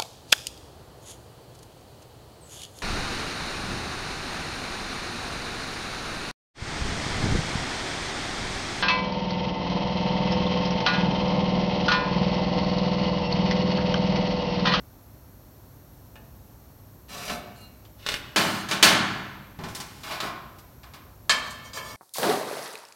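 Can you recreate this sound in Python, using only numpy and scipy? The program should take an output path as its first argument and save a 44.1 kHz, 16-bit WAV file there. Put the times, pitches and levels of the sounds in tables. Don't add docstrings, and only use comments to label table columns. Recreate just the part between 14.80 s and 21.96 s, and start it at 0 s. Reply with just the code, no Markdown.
import sys
import numpy as np
from scipy import signal
from scipy.fft import rfft, irfft, next_fast_len
from scipy.io import wavfile
from scipy.ndimage import uniform_filter1d

SR = 44100
rng = np.random.default_rng(int(sys.argv[2]) if len(sys.argv) > 2 else 0)


def wav_out(sig):
    wavfile.write(sys.argv[1], SR, np.round(np.clip(np.atleast_2d(sig).T, -1, 1) * 32767).astype(np.int16))


N = 315800
BAND_LIMIT_HZ = 15950
TAIL = 65536
AGE = np.arange(TAIL) / SR

# frequency_hz, relative_db
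RUMBLE = [(20, -33.5), (31, -19.5), (42, -6), (64, -2.5), (80, -8), (100, -4.5), (135, -6), (170, -13),
          (270, -13.5), (450, -21.5), (600, -20.5), (1070, -26), (2500, -38), (8000, -43)]
HISS = [(2500, -33.5), (4400, -6), (4950, -18.5), (5400, -6), (8000, -12.5), (10400, -12.5), (11700, -1),
        (12900, 1), (14000, -5), (16000, -4.5)]
# pitch_hz, level_db
HUM = [(65, -64.5), (98, -62), (512, -74), (597, -78)]
# delay_s, gain
REFLECTIONS = [(.0017, 0.14), (.0031, -0.11), (.0046, .28), (.0074, 0.074)]
# frequency_hz, relative_db
ROOM_COLOUR = [(100, 2), (1200, 1), (3500, -6), (7000, -6.5), (14000, 1.5)]
GRIT_BODY = [(71, -38), (120, -11), (217, -7), (256, -2.5), (334, -11), (630, -6), (949, -14), (1210, -5),
             (2340, -6.5), (3450, -4.5), (16000, -33)]
BENCH_BODY = [(59, -33), (100, 0.5), (140, -2.5), (224, -10), (322, -5), (471, -17), (818, -8), (1550, -11),
              (2170, -12.5), (5650, -17.5), (16000, -38.5)]
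STOCK_BODY = [(59, -38), (100, -5), (170, -6), (234, -7), (424, -10.5), (492, -15), (648, -7), (991, -1.5),
              (2080, -8), (4470, -14.5), (6700, -22.5), (14700, -31), (16000, -36)]
OFFCUT_BODY = [(88, -44), (150, -4), (226, 0.5), (354, -12.5), (702, -3), (923, -8.5), (1760, -7),
               (2060, -19), (2220, -8), (3920, -16), (10600, -29), (11500, -41), (16000, -46)]
STRIP_BODY = [(120, -26), (200, -7), (416, -15), (623, -4.5), (806, -10), (1180, 3), (1810, -13.5),
              (1940, -9), (2210, -2.5), (2800, -5.5), (3190, -14), (6520, -13), (7680, -15), (15100, -51),
              (16000, -50)]
SHEET_BODY = [(47, -40), (80, -14), (102, -1), (163, -2.5), (194, 1.5), (277, -4.5), (309, 0.5),
              (482, -11.5), (550, -1.5), (1490, -4), (4330, -7.5), (5050, -11), (9190, -22), (16000, -32)]
# frequency_hz, relative_db
STEEL_CLASH = [(100, -31), (700, -13.5), (1300, -1), (2300, -3), (3200, 1.5), (4600, 1), (5500, -7),
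               (7500, -8), (10000, -23.5), (16000, -21)]
STRIP_CLASH = [(120, -58), (200, -30), (590, -27), (777, -35), (1180, -19), (1530, -5), (1770, 5.5),
               (2020, -25), (2860, -29), (3130, 0), (3370, -6.5), (4860, -4), (6520, -23), (7540, -31),
               (16000, -47)]
EDGE_RASP = [(300, -27.5), (1500, -8.5), (4500, 7.5), (9500, -0.5), (10600, -7.5), (12000, 0.5),
             (16000, -10)]
# frequency_hz, t60_s
ROOM_RING = [(150, 1), (1200, 1), (3500, 1), (7000, 0.72), (13000, 0.19)]
GRIT_RING = [(300, 0.075), (8000, 0.12)]
BENCH_RING = [(200, 0.47), (1100, 0.64), (3000, 0.4), (10000, 0.16)]
OFFCUT_RING = [(300, 0.7), (1200, 0.21), (4000, 0.076), (12000, 0.057)]
STRIP_RING = [(300, 1), (1200, 0.31), (4000, 0.26), (12000, 0.096)]
SHEET_RING = [(150, 1.3), (500, 0.57), (1300, 1.05), (3000, 0.74), (6000, .42), (12000, 0.3)]
EDGE_RING = [(2000, .2), (12000, 0.072)]
# pitch_hz, relative_db, t60_s
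STACK_MODES = [(576, -4, .35), (685, -4, .35), (872, -1, .35), (1051, -5, .3), (1668, -1, .2),
               (1790, -1, .2), (2576, 0, .17), (2855, 1, .16), (3648, -7, .12), (4600, -9, .1)]
OFFCUT_MODES = [(596, 0, .65), (705, 0, .65), (872, -9, .5), (1132, -2, .4), (1274, -4, .4),
                (1733, -5, .45), (1762, -4, .5), (2201, -7, .55), (2267, -1, .6), (2573, -10, .4),
                (2855, -11, .4), (3266, -8, .35), (3541, -6, .35), (3786, -2, .3), (4067, -3, .3),
                (4776, -5, .27), (5025, -5, .25), (5280, -7, .25), (5830, -5, .22), (6092, -6, .22),
                (7513, -8, .2), (8085, -10, .2), (9458, -11, .18), (9801, -6, .18), (11080, -12, .17),
                (11468, -8, .17), (11615, -7, .17)]
CUTOUT_MODES = [(2514, -8, .35), (2810, -8, .4), (4091, -2, .36), (4339, -3, .25), (6401, -9, .35),
                (7343, -11, .2), (9460, -10, .17), (9892, -12, .2), (11456, -12, .15)]
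STRIP_MODES = [(490, -21, .8), (614, -20, .8), (1157, -9, .6), (1199, -8, .6), (1287, -10, .4),
               (1697, -6, .45), (1751, -3, .48), (1775, -5, .45), (2156, -12, .4), (2214, -4, .42),
               (2267, -4, .4), (2815, -15, .35), (3131, 2, .24), (3157, -3, .26), (3212, -6, .24),
               (3528, -7, .23), (4141, -11, .22), (4338, -2, .2), (4674, -2, .2), (4978, -4, .22),
               (5240, -13, .2), (5884, -10, .2), (6944, -12, .18), (7506, 0, .16), (8168, -7, .15),
               (9459, -11, .18), (9789, -11, .16), (11457, -17, .16), (13400, -18, .14)]
SHEET_MODES = [(106, -15, 2.4), (139, -14, 1.9), (194, -7, 1.3), (218, -16, 1.2), (312, -3, 1),
               (419, -10, .85), (975, -5, .85), (1468, -9, .75), (1493, -7, .8), (1640, -3, .6),
               (1705, -4, .7), (1823, -5, .55), (2572, -7, .5), (2907, -4, .4), (3028, -4, .4),
               (3698, -10, .35), (4256, -3, .35), (4413, -2, .38), (4705, -5, .35), (5314, -10, .3),
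               (6241, -5, .28), (6403, -2, .28), (6821, -7, .26), (6845, -8, .26), (7351, -10, .26),
               (8499, -15, .24), (8832, -7, .22), (9439, -6, .24), (9670, -10, .24), (9893, -6, .24)]
# start_s, level_db, crack_db
GRIT_SNAPS = [(3.264, -27, -2.5), (3.288, -24.5, 4), (3.319, -31, 0.5), (3.341, -27, 11.5),
              (3.362, -38, 2.5)]
# start_s, level_db, brightness_db_per_octave, rattle_db, extra_damping_db_per_s
CHALK_TAP = [(1.356, -48, -0.5, -6, 5)]
BENCH_KNOCKS = [(4.789, -36.5, -5.5, -10, 6), (4.837, -35, -3, -2, 5), (4.886, -44, 0, 7, 15),
                (4.949, -35, 3.5, -3, 20), (5.001, -35.5, 0.5, 6.5, 20)]
STOCK_KNOCKS = [(5.234, -39.5, 2, 1, 8), (5.312, -33, -1.5, 5, 2), (5.403, -28.5, 1.5, 8, 9),
                (5.43, -31, -5, 4.5, 10), (5.786, -52, 6.5, -5, 160), (6.033, -48, 0, -5, 28),
                (6.137, -45.5, 2, -8, 19)]
OFFCUT_BLOWS = [(2.479, -35.5, 0.74, -0.5, 18), (2.497, -30, -1.3, 0, 8), (3.05, -55, 1, 0, 370)]
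STRIP_BLOWS = [(6.495, -15.5, 0.64, 1, 15), (6.705, -43, 11, 0.94, 24), (6.933, -40, 3, 0, 10),
               (6.972, -34, -5.5, 0.5, 7)]
SHEET_BLOWS = [(3.561, -17, -0.5, -2.5, 12.5), (3.887, -33.5, 2, -1, 15), (3.912, -22.5, -0.3, 4, 24),
               (4.027, -8, 1.5, 2, 4.5)]
# start_s, length_s, friction_db, swell_db_per_s
BOOT_SCUFF = [(3.17, 0.096, -59, 151.5), (3.262, .075, -35.5, -24)]
BENCH_SLIDE = [(4.79, 0.16, -57, 15), (4.945, 0.27, -50.5, -12)]
STOCK_SLIDE = [(5.235, 0.11, -35, -11), (5.403, 0.057, -35, -42)]
OFFCUT_SLIDE = [(2.28, 0.25, -41, 20.5)]
CUTOUT_BRUSH = [(2.745, 0.066, -55, 40)]
STRIP_SLIDE = [(6.65, .02, -46, 0), (6.835, 0.023, -47, 0), (6.933, 0.036, -37, 0), (7.01, .11, -47, 20)]
SHEET_SLIDE = [(3.562, 0.24, -33, -57), (3.887, 0.032, -39, -150)]


def amp(db):
    return 10 ** (np.asarray(db) / 20)


def unit_rms(x):
    return x / np.sqrt(np.mean(x ** 2) + 1e-20)


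def unit_energy(x):
    return x / np.sqrt(np.sum(x ** 2) + 1e-20)


def curve_at(points, hz):
    table_hz, values = np.transpose(points)
    return np.interp(np.log(hz + 1), np.log(table_hz + 1), values)


def add(mix, start_s, sound):
    part = mix[max(0, round(start_s * SR)):][:len(sound)]
    part += sound[:len(part)]


def coloured(x, colour):
    size = next_fast_len(len(x))
    gain = amp(curve_at(colour, np.fft.rfftfreq(size, 1 / SR)))
    return irfft(rfft(x, size) * gain, size)[:len(x)]


def tilted(x, db_per_octave):
    octaves = np.array([-2, 0, 3])
    slope = np.c_[2000 * 2. ** octaves, db_per_octave * octaves]
    return coloured(np.pad(x, (0, 2048)), slope)[:len(x)]


def dying(x, colour, ring_times):
    hz = np.fft.rfftfreq(TAIL, 1 / SR)
    spectrum = rfft(x) * amp(curve_at(colour, hz))
    centres_hz, t60s = np.transpose(ring_times)
    out = np.zeros(TAIL)
    for one_band, t60 in zip(np.eye(len(ring_times)), t60s):
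        band = irfft(spectrum * curve_at(np.c_[centres_hz, one_band], hz))
        out += band * np.exp(-np.log(1000) * AGE / t60) / np.sqrt(t60)
    return unit_energy(out)


def strong_modes(modes):
    out = np.zeros(TAIL)
    for hz, db, t60 in modes:
        phase = rng.uniform(0, 2 * np.pi)
        out += amp(db) * np.exp(-np.log(1000) * AGE / t60) * np.sin(2 * np.pi * hz * AGE + phase)
    return unit_energy(out)


def object_ring(body, ring_times, count, modes=(), modes_db=0):
    place = (np.arange(count) + rng.random(count)) / count
    bins = 1 + (place ** 1.5 * BAND_LIMIT_HZ * TAIL / SR).astype(int)
    strengths = place ** .25 * amp(2 * rng.standard_normal(count))
    spectrum = np.zeros(TAIL // 2 + 1, complex)
    spectrum[bins] = strengths * np.exp(2j * np.pi * rng.random(count))
    thicket = dying(irfft(spectrum), body, ring_times)
    return unit_energy(thicket + amp(modes_db) * strong_modes(modes)) if len(modes) else thicket


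def strike(blows, ring, clash, rattle_s, rattle_db_per_octave):
    out = np.zeros(N)
    attack = slice(0, SR // 100)
    for start_s, db, brightness, rattle_db, damping in blows:
        noise = tilted(coloured(rng.standard_normal(TAIL), clash), rattle_db_per_octave)
        rattle = unit_rms(noise) * np.exp(-AGE / rattle_s)
        damped_ring = ring / ring[attack].std() * amp(-abs(damping) * AGE)
        blow = tilted(damped_ring + amp(rattle_db) * rattle, brightness)
        add(out, start_s, amp(db) * blow / blow[attack].std())
    return out


def push(length_s, swell_db_per_s, attack_s=0.0096, release_db_per_s=330.5):
    held_s, released_s = np.minimum(AGE, length_s), np.maximum(AGE - length_s, 0)
    onset = 1 - np.exp(-AGE / attack_s)
    return onset * amp(swell_db_per_s * held_s - release_db_per_s * released_s)


def scrape(strokes, ring, db_per_octave, grains_per_s, edge_db=-40):
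    edge = object_ring(EDGE_RASP, EDGE_RING, count=70)
    response = unit_energy(tilted(ring, db_per_octave)) + amp(edge_db) * edge
    out = np.zeros(N)
    for start_s, length_s, db, swell in strokes:
        grains = (rng.random(TAIL) < grains_per_s / SR) * rng.standard_normal(TAIL)
        friction = amp(db) * unit_rms(grains) * push(length_s, swell)
        add(out, start_s, signal.fftconvolve(friction, response))
    return out


def room_tone(rumble_db=-50, hiss_db=-59, waver_hz=3):
    t = np.arange(N) / SR
    rumble = amp(rumble_db) * unit_rms(coloured(rng.standard_normal(N), RUMBLE))
    hiss = amp(hiss_db) * unit_rms(coloured(rng.standard_normal(N), HISS))
    hum = np.zeros(N)
    for hz, db in HUM:
        drift_hz = waver_hz * unit_rms(uniform_filter1d(rng.standard_normal(N), size=4000))
        cycles = hz * t + np.cumsum(drift_hz) / SR
        hum += np.sqrt(2) * amp(db) * np.sin(2 * np.pi * cycles)
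    return rumble + hiss + hum


def workshop_echo(direct, wet_db=-5, delay_s=.012):
    tail = dying(rng.standard_normal(TAIL), ROOM_COLOUR, ROOM_RING)
    out = direct.copy()
    for reflection_s, gain in REFLECTIONS:
        add(out, reflection_s, gain * direct)
    add(out, delay_s, amp(wet_db) * signal.fftconvolve(direct, tail))
    return out


def chalk():
    ring = object_ring(OFFCUT_BODY, OFFCUT_RING, count=260, modes=STACK_MODES)
    return strike(CHALK_TAP, ring, STEEL_CLASH, rattle_s=0.0065, rattle_db_per_octave=-7)


def bench():
    top = object_ring(BENCH_BODY, BENCH_RING, count=800)
    stock = object_ring(STOCK_BODY, BENCH_RING, count=600)
    knocks = strike(BENCH_KNOCKS, top, BENCH_BODY, rattle_s=0.026, rattle_db_per_octave=3.5)
    clunks = strike(STOCK_KNOCKS, stock, STEEL_CLASH, rattle_s=0.018, rattle_db_per_octave=-3.5)
    shift = scrape(BENCH_SLIDE, top, db_per_octave=3, grains_per_s=1800)
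    pull = scrape(STOCK_SLIDE, stock, db_per_octave=1.1, grains_per_s=1700)
    return knocks + clunks + shift + pull


def boot(damping_db_per_s=29):
    ring = dying(rng.standard_normal(TAIL), GRIT_BODY, GRIT_RING)
    blows = [(start_s, db, 0, crack_db, damping_db_per_s) for start_s, db, crack_db in GRIT_SNAPS]
    snaps = strike(blows, ring, GRIT_BODY, rattle_s=0.0026, rattle_db_per_octave=0)
    return snaps + scrape(BOOT_SCUFF, ring, db_per_octave=0.3, grains_per_s=1700)


def offcut():
    ring = object_ring(OFFCUT_BODY, OFFCUT_RING, count=420, modes=OFFCUT_MODES, modes_db=-3.5)
    blows = strike(OFFCUT_BLOWS, ring, STEEL_CLASH, rattle_s=0.021, rattle_db_per_octave=-1.5)
    slide = scrape(OFFCUT_SLIDE, ring, db_per_octave=0.5, grains_per_s=2000, edge_db=-8.5)
    cutout = strong_modes(CUTOUT_MODES)
    sing = scrape(CUTOUT_BRUSH, cutout, db_per_octave=2.5, grains_per_s=3100, edge_db=-9)
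    return blows + slide + sing


def strip():
    ring = object_ring(STRIP_BODY, STRIP_RING, count=380, modes=STRIP_MODES, modes_db=0.5)
    clinks = strike(STRIP_BLOWS, ring, STRIP_CLASH, rattle_s=0.024, rattle_db_per_octave=-0.2)
    return clinks + scrape(STRIP_SLIDE, ring, db_per_octave=-5.5, grains_per_s=3000, edge_db=-2)


def sheet(sing_db=-3):
    ring = object_ring(SHEET_BODY, SHEET_RING, count=1400, modes=SHEET_MODES, modes_db=-6.5)
    clanks = strike(SHEET_BLOWS, ring, STEEL_CLASH, rattle_s=0.025, rattle_db_per_octave=-3)
    slide = scrape(SHEET_SLIDE, ring, db_per_octave=4, grains_per_s=6200, edge_db=-2)
    sing = scrape(SHEET_SLIDE, strong_modes(CUTOUT_MODES), db_per_octave=-3.5, grains_per_s=2700)
    return clanks + slide + amp(sing_db) * sing


def scene():
    handling = chalk() + offcut() + boot() + sheet() + bench() + strip()
    return (workshop_echo(handling) + room_tone())[None]


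def record(dry):
    lowpass = signal.firwin(511, BAND_LIMIT_HZ, window=("kaiser", 9), fs=SR)
    return signal.oaconvolve(np.tanh(dry), lowpass[None], "same")


dry = scene()
out = record(dry)
wav_out(out)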